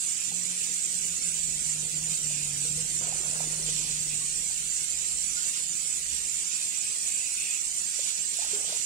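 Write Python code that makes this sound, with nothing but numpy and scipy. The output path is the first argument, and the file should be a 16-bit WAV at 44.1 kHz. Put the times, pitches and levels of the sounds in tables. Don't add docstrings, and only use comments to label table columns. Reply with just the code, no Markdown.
import sys
import numpy as np
from scipy import signal
from scipy.fft import rfft, irfft, next_fast_len
from scipy.io import wavfile
from scipy.ndimage import uniform_filter1d

SR = 44100
rng = np.random.default_rng(int(sys.argv[2]) if len(sys.argv) > 2 else 0)


def dump_mix(stems):
    frames = np.atleast_2d(stems).T
    limited = np.clip(frames, -1, 1)
    pcm = np.round(limited * 32767).astype(np.int16)
    wavfile.write(sys.argv[1], SR, pcm)


N = 390285
T = np.arange(N) / SR
CUTOFF_HZ = 15700

# time in seconds, level in dB.
DRUMMING = [(0, -8), (.21, -17), (.27, -1.5), (.5, 1), (.62, -6.5), (1.25, -1.5), (2.03, 6.5), (2.3, 4.5),
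            (2.75, 7.5), (3.1, 1.5), (3.53, 6.5), (4.2, 2), (4.3, -4), (4.8, -9.5), (6.25, -12.5),
            (7.5, -23), (8.85, -16)]
# start in seconds, length in seconds, level in dB, main bubble pitch in Hz.
GUSHES = [(2.982, 0.19, -50.5, 798), (3.191, 0.12, -53, 700), (3.329, 0.16, -50.5, 900),
          (3.483, 0.22, -53, 450), (3.72, .16, -60.5, 520), (8.377, .075, -52, 897),
          (8.497, 0.075, -50, 650), (8.671, .08, -49.5, 746)]
GUSH_ATTACK_S, GUSH_RELEASE_S = 0.023, 0.12


def from_db(db):
    return 10 ** (np.asarray(db) / 20)


def rms_one(x):
    return x / np.sqrt(np.mean(x ** 2) + 1e-20)


def in_time(rows):
    s, *columns = np.transpose(rows)
    return [np.interp(T, s, c) for c in columns]


def at_hz(rows, hz):
    points, *columns = np.transpose(rows)
    return np.array([np.interp(np.log(hz + 1), np.log(points), c) for c in columns])


def drift(rate):
    step = 40
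    r = np.exp(-2 * step * np.pi * rate / SR)
    noise = rng.standard_normal(N // step + 2002)
    slow = signal.lfilter([1], [1, -2 * r, r * r], noise)[2000:]
    return np.interp(np.arange(N) / step, np.arange(len(slow)), rms_one(slow))


def grains(per_s, spread_db):
    hits = np.flatnonzero(rng.random(N) < per_s / SR)
    sizes = rng.exponential(1, N)[hits]
    signs = np.sign(rng.random(N)[hits] - .5)
    clicks = np.zeros(N)
    clicks[hits] = signs * from_db(spread_db * np.minimum(sizes, 5))
    return rms_one(clicks) + 1e-18


def resonate(x, modes):
    out = 0
    for k, (hz, width, db) in enumerate(modes):
        r = np.exp(-np.pi * width / SR)
        b = (1 - r * r) / 2 * np.array([1, 0, -1])
        a = [1, -2 * r * np.cos(2 * np.pi * hz / SR), r * r]
        out = out + (-1) ** k * from_db(db) * signal.lfilter(b, a, x)
    return out


def band(x, low_hz, high_hz):
    return signal.sosfilt(signal.butter(2, [low_hz, high_hz], "band", fs=SR, output="sos"), x)


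def spread(mid, side, side_db, pan_db, lag_s=0):
    direct = np.array([np.interp(T - lag_s, T, mid), mid])
    scatter = from_db(side_db) * side * np.array([[1], [-1]])
    return rms_one((direct + scatter) * from_db([[pan_db / 2], [-pan_db / 2]]))


def swells(rows, attack_s, release_s):
    power = np.zeros(N)
    for s, length, db in rows:
        span = slice(max(int(s * SR), 0), int((s + length + release_s) * SR))
        age = T[span] - s
        rise = np.clip(age / attack_s, 0, 1)
        fall = np.clip(1 - (age - length) / release_s, 0, 1)
        power[span] += (from_db(db) * rise * fall) ** 2
    return np.sqrt(power)


def bumps(rows, width_s):
    return sum(db * np.exp(-((T - s) / width_s) ** 2) for s, db in rows)


def jet():
    # Hz, left level in dB, right level in dB.
    hiss_colour = [(200, -102, -97), (460, -87.5, -90.5), (960, -92, -92.9), (1525, -87, -83),
                   (2240, -79.6, -79.5), (3900, -82, -75), (4540, -75.5, -75), (5390, -83.5, -77),
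                   (6430, -91.5, -69.5), (7250, -80, -58), (8440, -70, -68), (9600, -85.5, -86.5),
                   (11400, -87.4, -87.3), (15000, -92, -92.5)]
    # Hz, width in Hz, left boost in dB, right boost in dB.
    hiss_peaks = [(2810, 120, 0.5, 3.5), (5090, 66, 4, 7.5), (5604, 264, 3, 9.5), (6055, 230, 11, 7),
                  (6800, 600, 10.5, 1.5), (7110, 140, 7, 1), (7540, 320, -8, 2.5), (7910, 260, 0, 5),
                  (8470, 160, 10.5, 0.3), (9010, 500, 14, 12.5), (9500, 160, 13, 11.5),
                  (10060, 100, 16.5, 10.5), (10800, 330, 8, 5.5)]
    # Hz, likeness from -1 (opposed) to 1 (same).
    likeness = [(200, 0.068), (600, 0.29), (1100, -0.21), (1800, -0.6), (2450, 0.66), (3000, 0.11),
                (3850, -0.61), (4800, 0.64), (5550, -0.39), (6100, 0.2), (7500, -0.15), (8150, 0.31),
                (8480, 0.82), (9000, 0.12), (9550, 0.82), (15000, 0.007)]
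    # time in seconds, level change in dB.
    surges = [(1.87, -2.5), (2.13, 1), (2.65, 2.5), (3.12, -3), (5.48, 3), (6.03, -1), (7.08, 1), (7.35, 2),
              (7.68, -0.5), (8.09, 2.5)]
    surge_width_s, flutter_db = .03, 0.33
    spatter_per_s, spatter_db = 49, -17

    size = next_fast_len(N)
    hz = np.arange(size // 2 + 1) * SR / size
    fizz = []
    for _ in range(3):
        bubbles = grains(per_s=10000, spread_db=1.74)
        ticks = grains(spatter_per_s, spread_db=-3.5)
        fizz.append(bubbles + from_db(spatter_db) * ticks)
    shared, *own = rfft(np.array(fizz), size)

    alike = np.clip(at_hz(likeness, hz)[0], -.99, .99)
    signs = np.array([np.sign(alike), np.ones_like(hz)])
    sides = np.sqrt(abs(alike)) * shared * signs + np.sqrt(1 - abs(alike)) * np.array(own)

    colour_db = at_hz(hiss_colour, hz)
    for centre, width, left_db, right_db in hiss_peaks:
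        bell = .5 ** ((2 * (hz - centre) / width) ** 2)
        colour_db = colour_db + np.array([[left_db], [right_db]]) * bell
    hiss = irfft(sides * from_db(colour_db), size)[:, :N] * np.sqrt(SR / 2)
    return hiss * from_db(bumps(surges, surge_width_s) + flutter_db * drift(14))


def waver(x, depth_db, treble_db, width_hz, hold_s, evenness):
    hz, s, frames = signal.stft(x, SR, nperseg=1024)
    patches = rng.standard_normal(frames.shape[1:])
    for axis, r in enumerate([np.exp(-hz[1] / width_hz), np.exp(-s[1] / hold_s)]):
        patches = signal.filtfilt([1 - r], [1, -r], patches, axis=axis, method="gust")
    swing_db = depth_db + treble_db * np.minimum(hz[:, None] / CUTOFF_HZ, 1) ** 2.7
    gain = from_db(swing_db * np.tanh(rms_one(patches) + .7))
    rippled = frames * gain / np.sqrt(np.mean(gain ** 2, axis=1, keepdims=True))
    before, after = [uniform_filter1d(abs(v) ** 2, size=25, axis=1) + 1e-18 for v in (frames, rippled)]
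    held = rippled * np.sqrt(abs(before / after)) ** evenness
    return signal.istft(held, SR, nperseg=1024)[1][:, :N]


def slips(per_s, side_db, pan_db):
    ear_lag_s = 0.000364
    direct, scatter = [grains(per_s, spread_db=1.5) for _ in range(2)]
    clumps = from_db(.8 * drift(70))
    return spread(direct, scatter, side_db, pan_db, ear_lag_s) * clumps


def rubbing(light_db, axis):
    # start in seconds, length in seconds, pot wall level in dB, fibre rasp level in dB.
    strokes = [(0.167, 0.071, -47.5, -52), (.48, 0.22, -55, -45.5), (2.088, 0.063, -64, -43),
               (2.287, 0.16, -49.5, -43), (3.03, 0.11, -52, -47), (3.38, .06, -57, -51),
               (3.655, 0.14, -60, -37.5), (3.8, 0.22, -52, -40), (4.092, 0.05, -44, -50),
               (5.36, 0.072, -58, -41), (5.524, .06, -54, -39.5), (6.092, .09, -60, -42),
               (6.5, 0.272, -50, -44.5), (6.79, 0.12, -48.5, -55), (7.05, 0.28, -46.5, -56),
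               (7.364, 0.21, -42.5, -46), (7.923, 0.2, -64, -40), (8.325, 0.22, -56, -40),
               (8.65, 0.16, -65, -38.5)]
    rows = [(row[0], row[1], row[axis]) for row in strokes]
    firm = swells(rows, attack_s=0.01, release_s=0.032)
    return np.hypot(from_db(light_db), firm)


def pad():
    # Hz, width in Hz, relative level in dB.
    wall_modes = [(1450, 260, -15), (1960, 700, -7.5), (2510, 180, 13), (2860, 290, 5)]
    # start in seconds, length in seconds, level in dB.
    squeaks = [(5.36, 0.072, -45), (5.545, 0.027, -49)]
    squeak_hz, squeak_width_hz = 1420, 23
    light_wall_db, light_rasp_db = -60, -53.5

    wall = resonate(slips(per_s=8000, side_db=-9.0, pan_db=0.5), wall_modes)
    wall = band(wall, 1100, 3600)
    rasp = band(slips(per_s=3000, side_db=-8.5, pan_db=-5.5), 2940, 6940)
    squeak = resonate(slips(per_s=1500, side_db=-12.0, pan_db=4.0), [(squeak_hz, squeak_width_hz, 0)])
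    scour = rubbing(light_wall_db, axis=2) * rms_one(wall) + rubbing(light_rasp_db, axis=3) * rms_one(rasp)
    return scour + swells(squeaks, attack_s=0.026, release_s=0.022) * rms_one(squeak)


def boom():
    # time in seconds, Hz.
    pitch = [(0, 175.5), (.5, 174.7), (1.25, 168.7), (1.65, 156.9), (2.1, 156.4), (2.55, 145.8),
             (2.8, 154.7), (3.0, 158.1), (3.5, 156.8), (4.2, 151), (6.2, 157.2), (6.8, 175.8),
             (8.85, 171.6)]
    # time in seconds, level in dB relative to the boom's main tone.
    undertone = [(0, -48), (1.4, -17), (2.3, -16.5), (3.0, -10.5), (3.6, -18)]
    # time in seconds, level change in dB.
    breaks = [(0.828, -22), (1.2, -16), (1.63, -11), (1.9, -15), (2.19, -21), (2.66, -2), (2.89, -16),
              (3.219, -7), (3.88, -5), (4.749, -17)]
    boom_db = -51.5
    overtone_db, throb_hz, throb_db = -6, 43.2, 4.5

    phase = 2 * np.pi * np.cumsum(in_time(pitch)[0] + 1.5 * drift(30)) / SR
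    throb = from_db(throb_db) * np.sin(2 * np.pi * np.cumsum(throb_hz + 6 * drift(15.3)) / SR)
    growl = np.sin(phase / 2) + from_db(overtone_db) * np.sin(2 * phase) + throb * np.sin(phase)
    tone = np.sin(phase) + from_db(in_time(undertone)[0]) * growl
    shiver_db = 1.2 * drift(25)
    level_db = boom_db + in_time(DRUMMING)[0] + bumps(breaks, width_s=0.028) + shiver_db
    return from_db(level_db) * rms_one(tone)


def patter():
    # Hz, width in Hz, relative level in dB.
    sink_modes = [(107, 32, 4.5), (174, 26, 10), (239, 12.6, 7.5), (279, 25.5, 5.5), (333, 68, 1),
                  (411, 18, -2.5), (471.5, 18, 6), (640, 120, -22), (759, 11, -4)]
    patter_db, follows = -56.5, 0.31
    direct, scatter = grains(per_s=1500, spread_db=5.0), grains(per_s=1500, spread_db=2.5)
    drops = spread(direct, scatter, side_db=-42.0, pan_db=1.5, lag_s=0.00015)
    lowpass = signal.butter(2, 900, fs=SR, output="sos")
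    ringing = signal.sosfilt(lowpass, resonate(drops, sink_modes))
    return from_db(patter_db + follows * in_time(DRUMMING)[0]) * rms_one(ringing)


def slop(glugs):
    # Hz, relative level in dB.
    trickle_colour = [(330, -7), (480, -3), (820, -0.5), (1100, -6), (1700, 1)]
    trickle_db = -67 + in_time(DRUMMING)[0]
    gush_fall_db = 5
    bubbles_per_s, bubble_cycles = 70, 8.6

    pitches, out = np.geomspace(330, 1900, num=13), 0
    for hz in pitches:
        modes = [(hz, hz / bubble_cycles, 0)]
        mid, side = [resonate(grains(bubbles_per_s, spread_db=1.0), modes) for _ in range(2)]
        gushes = []
        for s, length, db, main_hz in GUSHES:
            gushes.append((s, length, db - gush_fall_db * np.log2(hz / main_hz) ** 2))
        trickle = from_db(trickle_db + at_hz(trickle_colour, hz)[0])
        gain = np.hypot(trickle, glugs * swells(gushes, GUSH_ATTACK_S, GUSH_RELEASE_S))
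        out = out + gain * spread(mid, side, side_db=-27, pan_db=2.0, lag_s=0.00032)
    return band(out, 260, 2400) / np.sqrt(len(pitches) / 2)


def splash(glugs):
    splash_db = -7
    direct, scatter = [grains(per_s=1200, spread_db=1.0) for _ in range(2)]
    spray = band(spread(direct, scatter, side_db=-1.0, pan_db=5.0), 1180, 1860)
    gain = glugs * swells([row[:3] for row in GUSHES], GUSH_ATTACK_S, GUSH_RELEASE_S)
    return from_db(splash_db) * gain * rms_one(spray)


def plops_and_rings():
    # start in seconds, level in dB before the left/right trim,
    # starting pitch in Hz, time to fall by 60 dB in seconds.
    ring_rows = [(.317, -43, 805, 0.05), (2.307, -42, 600, .03), (2.65, -49, 471.4, 0.31),
                 (2.775, -45, 478, 0.25), (3.04, -39, 700, 0.032), (3.083, -38, 622, 0.03),
                 (3.125, -33, 773, 0.035), (3.205, -37, 360, .03), (3.332, -39, 640, 0.033),
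                 (3.405, -25, 720, 0.015), (3.44, -37, 772, 0.02), (3.474, -38, 330, 0.033),
                 (3.595, -41.5, 384, 0.069), (3.685, -43, 479, 0.083), (4.21, -52, 1108, 0.28),
                 (4.504, -45, 791, 0.025), (7.992, -34.5, 553, 0.026), (8.388, -39, 690, 0.071),
                 (8.42, -39, 853, 0.057), (8.445, -41, 830, 0.042), (8.533, -35, 409, 0.18),
                 (8.677, -44, 664, .04), (8.725, -33, 630, 0.029)]
    out = np.zeros((2, N))
    for s, db, hz, t60 in ring_rows:
        start = int(s * SR)
        span = slice(start, start + SR // 2)
        age = np.maximum(T[span] - s - np.array([[.0002], [0]]), 0)
        envelope = (1 - np.exp(-age / 0.00061)) * from_db(db - 60 * age / t60)
        out[:, span] += envelope * np.sin(2 * np.pi * hz * age * (1 + 0.032 * age / t60))
    return out * from_db([[2.5], [-.5]])


def rumble():
    # Hz, width in Hz.
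    low_modes = [(37, 5), (61, 5.3)]
    # time in seconds, lower mode in dB, upper mode in dB.
    strength = [(0, -69, -70), (1.6, -64, -61), (3.35, -62, -63), (3.5, -56, -68), (4.4, -59, -59),
                (4.9, -66, -65), (5.2, -63, -58), (5.801, -68, -66), (6.1, -63, -57), (6.5, -70, -72),
                (8.85, -67, -65)]
    out = 0
    for (hz, width), level_db in zip(low_modes, in_time(strength)):
        shaking = spread(*rng.standard_normal((2, N)), side_db=-14.0, pan_db=3.0)
        mode = band(resonate(shaking, [(hz, width, 0)]), 26, 85)
        out = out + from_db(level_db) * rms_one(mode)
    return out


def basin(x, wet_db, t60):
    age = T[:SR // 20]
    echoes = rng.standard_normal((2, len(age))) * from_db(-60 * age / t60) * (age > .002)
    echoes = from_db(wet_db) * echoes / np.sqrt(np.sum(echoes ** 2, axis=1, keepdims=True))
    wet = signal.fftconvolve(x, echoes, axes=1)[:, :N]
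    return (x + wet) / np.sqrt(1 + from_db(wet_db) ** 2)


def scene():
    hiss = waver(jet(), depth_db=12.0, treble_db=44.0, width_hz=34.5, hold_s=0.015, evenness=0.35)
    bright = basin(hiss + pad(), wet_db=-9.0, t60=0.046)
    glugs = rms_one(from_db(3 * drift(13)))
    return bright + boom() + patter() + slop(glugs) + splash(glugs) + plops_and_rings() + rumble()


def record(dry):
    lowpass = signal.firwin(601, CUTOFF_HZ, fs=SR)[None]
    return signal.fftconvolve(dry, lowpass, mode="same", axes=1)


dry = scene()
out = record(dry)
dump_mix(out)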